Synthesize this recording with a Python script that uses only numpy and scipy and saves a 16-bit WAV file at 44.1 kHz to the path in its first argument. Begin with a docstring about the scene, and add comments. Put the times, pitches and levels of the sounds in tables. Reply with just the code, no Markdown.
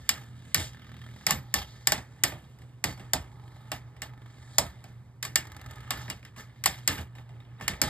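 """In a thin plastic arena, two spinning toy tops collide, heard by a phone held above them.
Each impact excites a broadband crack and the damped modes of tops and shell, then the tips skid.
Sliding friction makes the tips whirr and drives the shell's lowest modes into a rumble. A wobbling
top ticks once a turn and forces a harmonic drone. Beneath lie a beating hum and faint room noise."""
import sys
import numpy as np
from scipy import signal
from scipy.fft import rfft, irfft, next_fast_len
from scipy.io import wavfile
from scipy.ndimage import uniform_filter1d

SR = 44100
rng = np.random.default_rng(int(sys.argv[2]) if len(sys.argv) > 2 else 0)


def log_audio(samples):
    """Write samples as a 16-bit WAV file to the path given in sys.argv[1]."""
    # one column per channel
    frames = np.atleast_2d(samples).T
    # limit to full scale, then quantise
    limited = np.clip(frames, -1, 1)
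    pcm = np.round(limited * 32767).astype(np.int16)
    wavfile.write(sys.argv[1], SR, pcm)


N = 347949
T = np.arange(N) / SR
M = next_fast_len(N)
F = np.arange(M // 2 + 1) * SR / M
OCTAVE = np.log2(F + 1)
BAND_CENTRES_HZ = 250 * 2 ** np.arange(0, 6.1, .5)


def undb(db):
    return np.exp(np.asarray(db) * np.log(10) / 20)

def unit(x):
    return x / np.sqrt(np.mean(x ** 2))

def noise_spectrum():
    return rfft(rng.standard_normal(M))

def over_time(table):
    """A table's columns, interpolated at every sample."""
    times, *columns = np.transpose(table)
    return [np.interp(T, times, c) for c in columns]

def at_frequency(table, hz):
    """A table's columns, interpolated in log frequency."""
    centres, *columns = np.transpose(table)
    return [np.interp(np.log(hz), np.log(centres), c) for c in columns]

def resonances(modes):
    """Superposed responses of second-order resonators (f/Hz, bandwidth/Hz, gain/dB)."""
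    return sum(undb(db) / (1 + 1j * (F ** 2 - hz ** 2) / ((F + 1) * width)) for hz, width, db in modes)

def window(hz):
    """Cosine passband reaching half an octave to either side of hz."""
    octaves = OCTAVE - np.log2(hz)
    return np.where(np.abs(octaves) < .5, np.cos(np.pi * octaves), 0)

def band(spectrum, hz):
    """One band of a spectrum as a signal of unit RMS."""
    return unit(irfft(spectrum * window(hz), M)[:N])

def shelves(hz):
    """Weights, 0 to 1, with which a band takes bass and treble gains."""
    return np.clip(2 * np.log2(1400 / hz), 0, 1), np.clip(np.log2(hz / 2800), 0, 1)

def decays(times, sizes, t60):
    """Envelope that jumps at each time and decays exponentially."""
    impulses = np.zeros(N)
    np.add.at(impulses, np.minimum((times * SR).astype(int), N - 1), sizes)
    return signal.lfilter([1], [1, -np.exp(-np.log(1000) / (t60 * SR))], impulses)

def swells(times, sizes, lengths, rise_s):
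    """Envelope with an exponential rise and a Gaussian fall after each time."""
    out = np.zeros(N)
    for start, size, length in zip(times, sizes, lengths):
        i = int(start * SR)
        t = T[:min(int(3 * length * SR), N - i)]
        out[i:i + len(t)] += size * (1 - np.exp(-t / rise_s)) * np.exp(-(t / length) ** 2)
    return out

def wander(rate_hz):
    """Smoothly joined random values with a spread near 1."""
    steps = uniform_filter1d(np.repeat(rng.standard_normal(int(N / SR * rate_hz) + 2), 4), 4)
    return 1.2 * np.interp(T * rate_hz * 4, np.arange(len(steps)), steps)

def strike(out, start, hz, db, t60):
    """Impulse response of modes: adds damped sinusoids to out."""
    i = int(start * SR)
    t = T[:min(int(np.max(t60) * SR * .7), N - i), None]
    envelope = (1 - np.exp(-t / .0008)) * undb(db - 60 * t / t60)
    out[i:i + len(t)] += (envelope * np.sin(2 * np.pi * hz * t)).sum(axis=1)


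# Room noise spectrum: f/Hz, level/dB per half octave
ROOM_SPECTRUM = [(30, -62), (60, -85), (150, -70.5), (300, -73), (500, -79.5), (1000, -74.5), (3000, -86),
                 (16000, -89)]

def room_noise():
    """Incoherent bands add in power to a noise floor, which drifts slightly in level."""
    power = 0
    for hz in 31.25 * 2 ** np.arange(0, 9.1, .5):
        db, = at_frequency(ROOM_SPECTRUM, hz)
        passband = window(hz) ** 2
        power += undb(db) ** 2 * passband / np.mean(passband)
    return undb(0.5 * wander(11)) * irfft(noise_spectrum() * np.sqrt(power), M)[:N]


def room_hum(hz=119.92, neighbour_hz=122.55, beat_peak_s=.34):
    """Beating: a tone with a faint octave interferes with a close neighbour; narrowband noise wavers."""
    waver = unit(irfft(noise_spectrum() * resonances([(hz, 24, 0)]) ** 2, M)[:N])
    phase_per_hz = 2 * np.pi * (T - beat_peak_s)
    tone = np.sin(hz * phase_per_hz) + undb(-26) * np.sin(2 * hz * phase_per_hz)
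    neighbour = undb(-10.5) * np.sin(neighbour_hz * phase_per_hz)
    return undb(-48.5) * unit(unit(tone + neighbour) + undb(-3) * waver)


# Tips rubbing on the shell: t/s, level/dB, treble gain/dB, shell body gain/dB
TIP_WHIRR = [(0, -57, -8, -21), (.33, -62.5, -12, -14.5), (.5, -60.5, -8, -17), (.8, -61, -13.5, -21),
             (1.2, -56, -11.5, -15.5), (1.4, -65.5, -10.5, 7), (1.72, -56.5, -6.5, -3),
             (2, -67, -11.5, -2.5), (2.3, -57, -13.5, -2.5), (2.66, -74.5, -9, -5.5),
             (2.9, -70.5, -14, 10.5), (3.05, -61.5, -14, 5), (3.25, -65, -8.5, 10), (3.67, -59, -13.5, 3.5),
             (4.11, -68, -17, 8), (4.3, -61.5, -10.5, 0), (4.57, -57, -6, -3), (4.75, -59, -15.5, 0),
             (5.05, -72.5, -15.5, 2.5), (5.27, -78, -12, 0), (5.41, -57, -15.5, 3), (6.03, -52, -15, -3),
             (6.2, -68.5, -16, -5), (6.45, -63.5, -16.5, -5), (6.7, -68, -8.5, -6), (6.85, -59, -9, -6.5),
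             (7, -68.5, -17.5, -5), (7.56, -64.5, -23, 1), (7.68, -52, -38, -2), (7.89, -59, -10, 15)]
# Shell resonances: f/Hz, bandwidth/Hz, gain/dB re broadband noise
SHELL_RESONANCES = [(630, 40, 4), (840, 80, 7), (1270, 70, 4), (1770, 90, 8), (2060, 120, 8),
                    (2850, 200, 2), (3240, 100, 2), (3700, 200, 3)]
# Contact spectra: f/Hz, crack gain/dB, crack T60/s, echo gain/dB re crack, echo T60/s,
# skid gain/dB, whirr gain/dB, tick gain/dB
CONTACT_SPECTRA = [(368, -21.5, 0.041, -2, 0.13, -19, -18.5, -5),
                   (505, -30, 0.0097, -9.5, 0.05, -21, -24, -14.5),
                   (757, -8.5, 0.07, 0, 0.22, -15.5, -15, -9.5),
                   (1330, -23.5, 0.026, -14.5, 0.26, -11.5, -11.5, -5.5),
                   (2010, -12, 0.022, -19.5, 0.29, -9.5, -10.5, 0),
                   (2700, -20, 0.018, -9.5, 0.2, -12.5, -15.5, -7),
                   (4000, -11, 0.014, -8.5, 0.14, -9, -6.5, -6.5),
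                   (5450, -2, 0.014, -15.5, 0.099, -8, -5.5, -10.5),
                   (8100, 3, 0.0071, -23, 0.17, -13.5, -6, -10.5),
                   (11160, -2.5, 0.0084, -10.5, 0.078, -14, -16.5, -14),
                   (16000, -1, .008, -29.5, 0.063, -15, -17, -10.5)]

def tip_contact(skid_treble_db=-2.5):
    """Source and filter: friction (whirr, skids) and ticks modulate noise coloured by the shell."""
    shell_noise = noise_spectrum() * np.abs(1 + resonances(SHELL_RESONANCES))
    shell_noise /= 1 + (F / 14500) ** 40  # steep low-pass
    level_db, treble_db, body_db = over_time(TIP_WHIRR)
    sliding = skids()
    tick_times, tick_db, tick_treble_db = ticks()
    roughness = grit()
    out = np.zeros(N)
    for hz in BAND_CENTRES_HZ:
        *_, skid_gain, whirr_gain, tick_gain = at_frequency(CONTACT_SPECTRA, hz)
        low, high = shelves(hz)
        grip = undb(1.4 * wander(25) + 2.2 * wander(4))  # uneven friction: each band flickers
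        whirr = undb(level_db + whirr_gain + high * treble_db + low * body_db)
        skid = undb(skid_gain + high * skid_treble_db) * sliding
        tick = decays(tick_times, undb(tick_db + tick_gain + high * tick_treble_db), t60=.028)
        out += (grip * roughness * (whirr + skid) + tick) * band(shell_noise, hz)
    return out


def grit(rate_hz=60):
    """Surface roughness: specks catch under the tips at random and briefly raise the friction gain."""
    when, size = rng.random((int(rate_hz * N / SR), 2)).T
    return 1 + decays(when * N / SR, undb(-7 - 2.5 * np.log(size)), t60=.03)


# Lowest shell modes: f/Hz, bandwidth/Hz, relative gain/dB
LOW_SHELL_MODES = [(60, 3.9, 18.5), (80.3, 20, 22), (134, 22, 17.5), (183, 8.7, 6.5), (266, 17, -21.5),
                   (370, 23, -37)]

def rumble(stir_db=-56.5, stir_share=.3):
    """Random forcing of the shell's lowest modes: in bursts by skids, continuously by the whirr."""
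    times, level_db, *_, rumble_db, skid_s = np.transpose(IMPACTS)
    bursts = swells(times, undb(level_db + rumble_db), .79 * skid_s, rise_s=.0088)
    whirr_db = over_time(TIP_WHIRR)[0]
    stirring = undb(stir_db + stir_share * (whirr_db + 62))
    response = resonances(LOW_SHELL_MODES)
    noise = rng.standard_normal(M)
    steady_rms = np.std(irfft(rfft(noise) * response, M))
    force = noise[:N] * (bursts + stirring)
    return irfft(rfft(force, M) * response, M)[:N] / steady_rms


# Clashes and grazes: t/s, level/dB, then gains on that level: shell knock/dB, treble/dB, ring/dB,
# skid/dB, rumble/dB; last, skid duration/s
IMPACTS = [(0.0909, -9, -24, -6, -1, -37.5, -34.5, 0.1), (0.5446, -8.5, -29.5, -7.5, 1, -27, -25.5, 0.093),
           (1.266, -9, -23, -9.5, 3.5, -26.5, -26, 0.063), (1.307, -12, -14.5, -6.5, 0, -41, -22, 0.088),
           (1.5401, -16, -20.5, -2, 5, -15.5, -14, 0.061), (1.8714, -11, -18, -5, 0.5, -29, -31.5, 0.088),
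           (1.92, -11.5, -12.5, -7, 0, -42, -24.5, 0.079),
           (1.9781, -30.5, -13, -20, -14, -47, -21.5, 0.076),
           (2.2364, -7.5, -20, -8, -3.5, -28.5, -22.5, 0.071), (2.3203, -33, -4, -28, -14, -52, -10, 0.053),
           (2.355, -46, -5.5, -23, -12, -25, -13, 0.18), (2.587, -53.5, -19, -8, 1, -27, -3.5, 0.12),
           (2.618, -44, -16.5, -20, 0, -38, -22, 0.043),
           (2.8401, -11.5, -15, -9.5, -10, -31.5, -18.5, 0.076),
           (2.976, -41, -12, -17.5, 1, -33, -5.5, 0.042), (2.9957, -37, -10.5, -23, -2, -32, -6, 0.056),
           (3.1338, -12, -9.5, -5.5, -12.5, -36, -19, 0.071),
           (3.717, -18, -11.5, -14.5, -2, -26.5, -24.5, 0.052),
           (3.9649, -40.5, -18, -24, -12, -49, -23.5, .18),
           (4.0189, -23.5, -21, -10.5, 2.5, -24, -27.5, 0.047),
           (4.583, -11, -6.5, -1, -6.5, -34, -21, 0.082),
           (4.8406, -35, -11.5, -16.5, -9.5, -34, -19.5, 0.096),
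           (5.227, -19, -38.5, -9.5, -8, -19, -27.5, 0.039),
           (5.2501, -25.5, -21, -7.5, 3.5, -33, -23, 0.092),
           (5.357, -9, -25.5, -7.5, -0.5, -34, -32, 0.057), (5.906, -14, -20, -10.5, -1.5, -31, -33, 0.13),
           (6.079, -29.5, -14, -30, -5, -26.5, -14.5, 0.081),
           (6.0999, -22.5, -17.5, -9.5, 0.5, -43, -37, 0.072), (6.2277, -42, -21, -24, -4, -40, -9, 0.031),
           (6.2499, -32, -31, -21, -19, -26, -22, .035), (6.3615, -38, -32, -23, 0, -10, -10, 0.064),
           (6.6384, -18.5, -31, -8.5, -5, -38, -28.5, 0.099),
           (6.6583, -8, -15.5, -6.5, -2, -33.5, -34.5, 0.074), (6.778, -42, -11, -16, 9, -16, -23.5, 0.033),
           (6.8758, -9, -24.5, -6.5, -0.5, -25, -21.5, 0.082), (6.98, -24, -24.5, -25, -6, -29, -9, 0.051),
           (7.1516, -40, -14, -27.5, 0.5, -19.5, -14.5, 0.05), (7.1836, -40, -11, -28, -8, -37, -13, 0.033),
           (7.2913, -46.5, -7.5, -24, -0.5, -46, -14.5, 0.13),
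           (7.4016, -44.5, -9, -25, -9.5, -33, -28, 0.038),
           (7.5982, -40.5, 1.5, -21.5, -14.5, -36, -15.5, 0.093),
           (7.6098, -28.5, -18, -40, 2.5, -18, -13, 0.042),
           (7.6795, -12, -20, -11.5, -5.5, -35.5, -23.5, .066),
           (7.7334, -32.5, -16, -48, -2, -36, -22, .066),
           (7.8159, -10.5, -20, -5.5, -10, -22.5, -13, 0.057)]
# Metal rim resonances: f/Hz, bandwidth/Hz, gain/dB re broadband noise
RIM_RESONANCES = [(1980, 270, -5), (5310, 290, 7), (7230, 1100, 4.5), (8070, 530, 5), (11620, 320, 7.5),
                  (14000, 700, 1.5)]

def cracks(rise_s=.00045, rise_cycles=.96):
    """Impulsive excitation: a brief contact of the rims gives a broadband burst and a longer echo."""
    times, level_db, knock_db, treble_db, *_ = np.transpose(IMPACTS)
    rim_noise = noise_spectrum() * np.abs(1 + resonances(RIM_RESONANCES))
    out = np.zeros(N)
    for hz in BAND_CENTRES_HZ:
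        crack_gain, crack_t60, echo_gain, echo_t60, *_ = at_frequency(CONTACT_SPECTRA, hz)
        low, high = shelves(hz)
        blows = undb(level_db + crack_gain + low * knock_db + high * treble_db)
        envelope = decays(times, blows, crack_t60) + decays(times, blows * undb(echo_gain), echo_t60)
        # a blow takes time to spread through the shell, longest in the bass
        pole = np.exp(-1 / ((rise_s + rise_cycles / hz) * SR))
        out += signal.lfilter([1 - pole], [1, -pole], envelope) * band(rim_noise, hz)
    return out


# Modes of tops and shell: f/Hz, relative level/dB, T60/s before added damping
RING_MODES = [(622, -10, 0.33), (785, 0, 0.091), (1133, 2.5, 0.12), (1234, -2.5, 0.037), (1738, -11, 0.037),
              (1773, -7, 0.3), (2120, -3, 0.12), (2844, 1, 0.3), (3120, -14.5, 0.058), (3700, -8.5, 0.075),
              (4140, -18, 0.12), (5430, -6.5, 0.42), (6930, -10, .15), (8270, -8, 0.27), (7780, -8, 0.26),
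              (10200, -22, 0.087), (10800, -8.5, 0.1), (11800, -9.5, 0.1), (13900, -11.5, .04)]

def ringing(gain_db=-22, scatter_db=3.5, detune=.0067):
    """Free vibration: each impact excites the same modes, with extra weight near a favoured pitch."""
    mode_hz, mode_db, mode_t60 = np.transpose(RING_MODES)
    damped_t60 = np.minimum(.5 * mode_t60, .11)
    out = np.zeros(N)
    for start, level_db, knock_db, _, ring_db, *_ in IMPACTS:
        pitch_draw, level_draw = rng.standard_normal((len(mode_hz), 2)).T
        hz = mode_hz * (1 + detune * pitch_draw)
        db = level_db + ring_db + gain_db + mode_db + scatter_db * level_draw
        db += np.where(hz < 1000, knock_db + 18, 0)  # low modes follow the shell knock
        favoured_hz = 840 if knock_db > -12.5 else 1760
        db += 7.5 * np.exp(-(np.log2(hz / favoured_hz) / .12) ** 2)
        strike(out, start, hz, db, damped_t60)
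    return out


def skids():
    """Sliding friction: the envelope of the tips' short slide after each impact."""
    times, level_db, *_, skid_db, _, skid_s = np.transpose(IMPACTS)
    return swells(times, undb(level_db + skid_db), skid_s, rise_s=.014)


# Spells of wobbling: onset t/s, rotation period/s, duration/s
WOBBLES = [(.149, .0228, .38), (.7462, .02445, .5), (3.276, .0405, .3), (4.094, .0413, .34),
           (5.4703, .0478, .35), (5.453, .047, .44)]
# For each spell: tick level/dB, tick treble gain/dB, drone level/dB
WOBBLE_LEVELS = [(-69.5, -4, -51), (-55.5, -7, -50.5), (-62, -7.5, -60.5), (-60, -6, -67),
                 (-52, 4.5, -53.5), (-57.5, -3, -54.5)]

def ticks(scatter_db=2.5):
    """Periodic contact: a wobbling top taps once a turn. Returns t/s, level/dB, treble gain/dB."""
    taps = []
    for (onset, period, duration), (db, treble_db, _) in zip(WOBBLES, WOBBLE_LEVELS):
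        taps += [(t, db, treble_db) for t in np.arange(onset, onset + duration, period)]
    times, db, treble_db = np.transpose(taps)
    return times, db + scatter_db * rng.standard_normal(len(times)), treble_db


def drone(best_response_hz=86, fall_db_per_octave=5.5):
    """Forced vibration: a wobbling top drives the shell at harmonics of its rotation rate."""
    out, harmonics = np.zeros(N), np.arange(2, 7)[:, None]
    for (onset, period, duration), (_, _, level_db) in zip(WOBBLES, WOBBLE_LEVELS):
        gate = np.clip(np.minimum(T - onset, onset + duration - T) / .024 + .5, 0, 1)
        on = gate > 0
        hz = harmonics / period
        db = level_db - fall_db_per_octave * np.abs(np.log2(hz / best_response_hz))
        tones = undb(db) * np.sin(2 * np.pi * (hz * T[on] + rng.random(hz.shape)))
        out[on] += gate[on] * undb(2.3 * wander(11)[on]) * tones.sum(axis=0)
    return out


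# Metal parts of a top ringing alone: t/s, f/Hz, level/dB, T60/s
METAL_CHINKS = [(.548, 5300, -37, .25), (1.04, 3240, -54, .1), (1.309, 12100, -40, .25),
                (2.842, 4500, -44, .4), (3.136, 5100, -42, .2), (5.36, 12100, -44, .15),
                (6.102, 4550, -57, .3), (6.662, 5300, -41, .2), (7.156, 3800, -55, .03),
                (7.184, 3750, -50, .03), (7.198, 3750, -52, .03), (7.293, 3700, -55, .03),
                (7.404, 3700, -52, .04), (7.586, 3800, -55, .03)]

def chinks():
    """Damped oscillation: a single metal part rings on at one natural frequency."""
    out = np.zeros(N)
    for start, hz, db, t60 in METAL_CHINKS:
        strike(out, start, hz, db, t60)
    return out


# Phase difference between the microphone ports: f/Hz, lead of left/rad
PORT_PHASE = [(0, 0), (100, -.2), (430, -.7), (800, -.25), (1450, -.25), (1720, 0), (2600, 2.2),
              (3500, 1.15), (4900, 1.35), (5510, 2.55), (6890, 4.75), (8270, 6.6), (10330, 9.45),
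              (12400, 12.4), (14470, 15.5), (15200, 15.9), (22050, 16)]
# Level difference between the ports: f/Hz, left minus right/dB
PORT_BALANCE = [(30, 1.5), (150, -2), (400, -4), (800, -6.5), (1200, -5), (1800, 0), (16000, -0.5)]

def microphone_ports(sound, reflection_db=-13, reflection_decay_s=.003):
    """Spaced receivers: one sound differs in phase, level and faint, fluctuating reflections."""
    spectrum = rfft(sound, M)
    lead = np.interp(F, *np.transpose(PORT_PHASE))
    balance_db, = at_frequency(PORT_BALANCE, F + 1)
    tilt = undb(balance_db / 2)
    direct = irfft(spectrum * np.array([tilt, np.exp(-1j * lead) / tilt]), M)[:, :N]
    echoes = rng.standard_normal((2, 2000)) * np.exp(-T[:2000] / reflection_decay_s)
    echoes /= np.linalg.norm(echoes, axis=1, keepdims=True)
    bass_cut = (F / (F + 200)) ** 2
    reflected = irfft(spectrum * rfft(echoes, M) * bass_cut, M)[:, :N]
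    fluctuation = np.array([wander(150), wander(150)])
    return direct + undb(reflection_db) * fluctuation * reflected


def scene():
    """Linear superposition: tops, shell and room add in pressure and reach two microphone ports."""
    contacts = cracks() + tip_contact()
    tones = ringing() + chinks()
    flutter = 1 + .6 * wander(140)  # the parts spin and rattle as they ring
    return microphone_ports(contacts + tones * flutter + drone() + rumble() + room_hum() + room_noise())


def record(dry):
    """Band limiting: the phone drops the deepest bass, softens the top and then cuts it."""
    bass_cut = signal.butter(4, 48, "high", fs=SR, output="sos")
    treble_rolloff = signal.butter(8, 15900, fs=SR, output="sos")
    treble_cut = signal.ellip(10, .2, 90, 16700, fs=SR, output="sos")
    return signal.sosfilt(np.vstack([bass_cut, treble_rolloff, treble_cut]), dry)


dry = scene()
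out = record(dry)
log_audio(out)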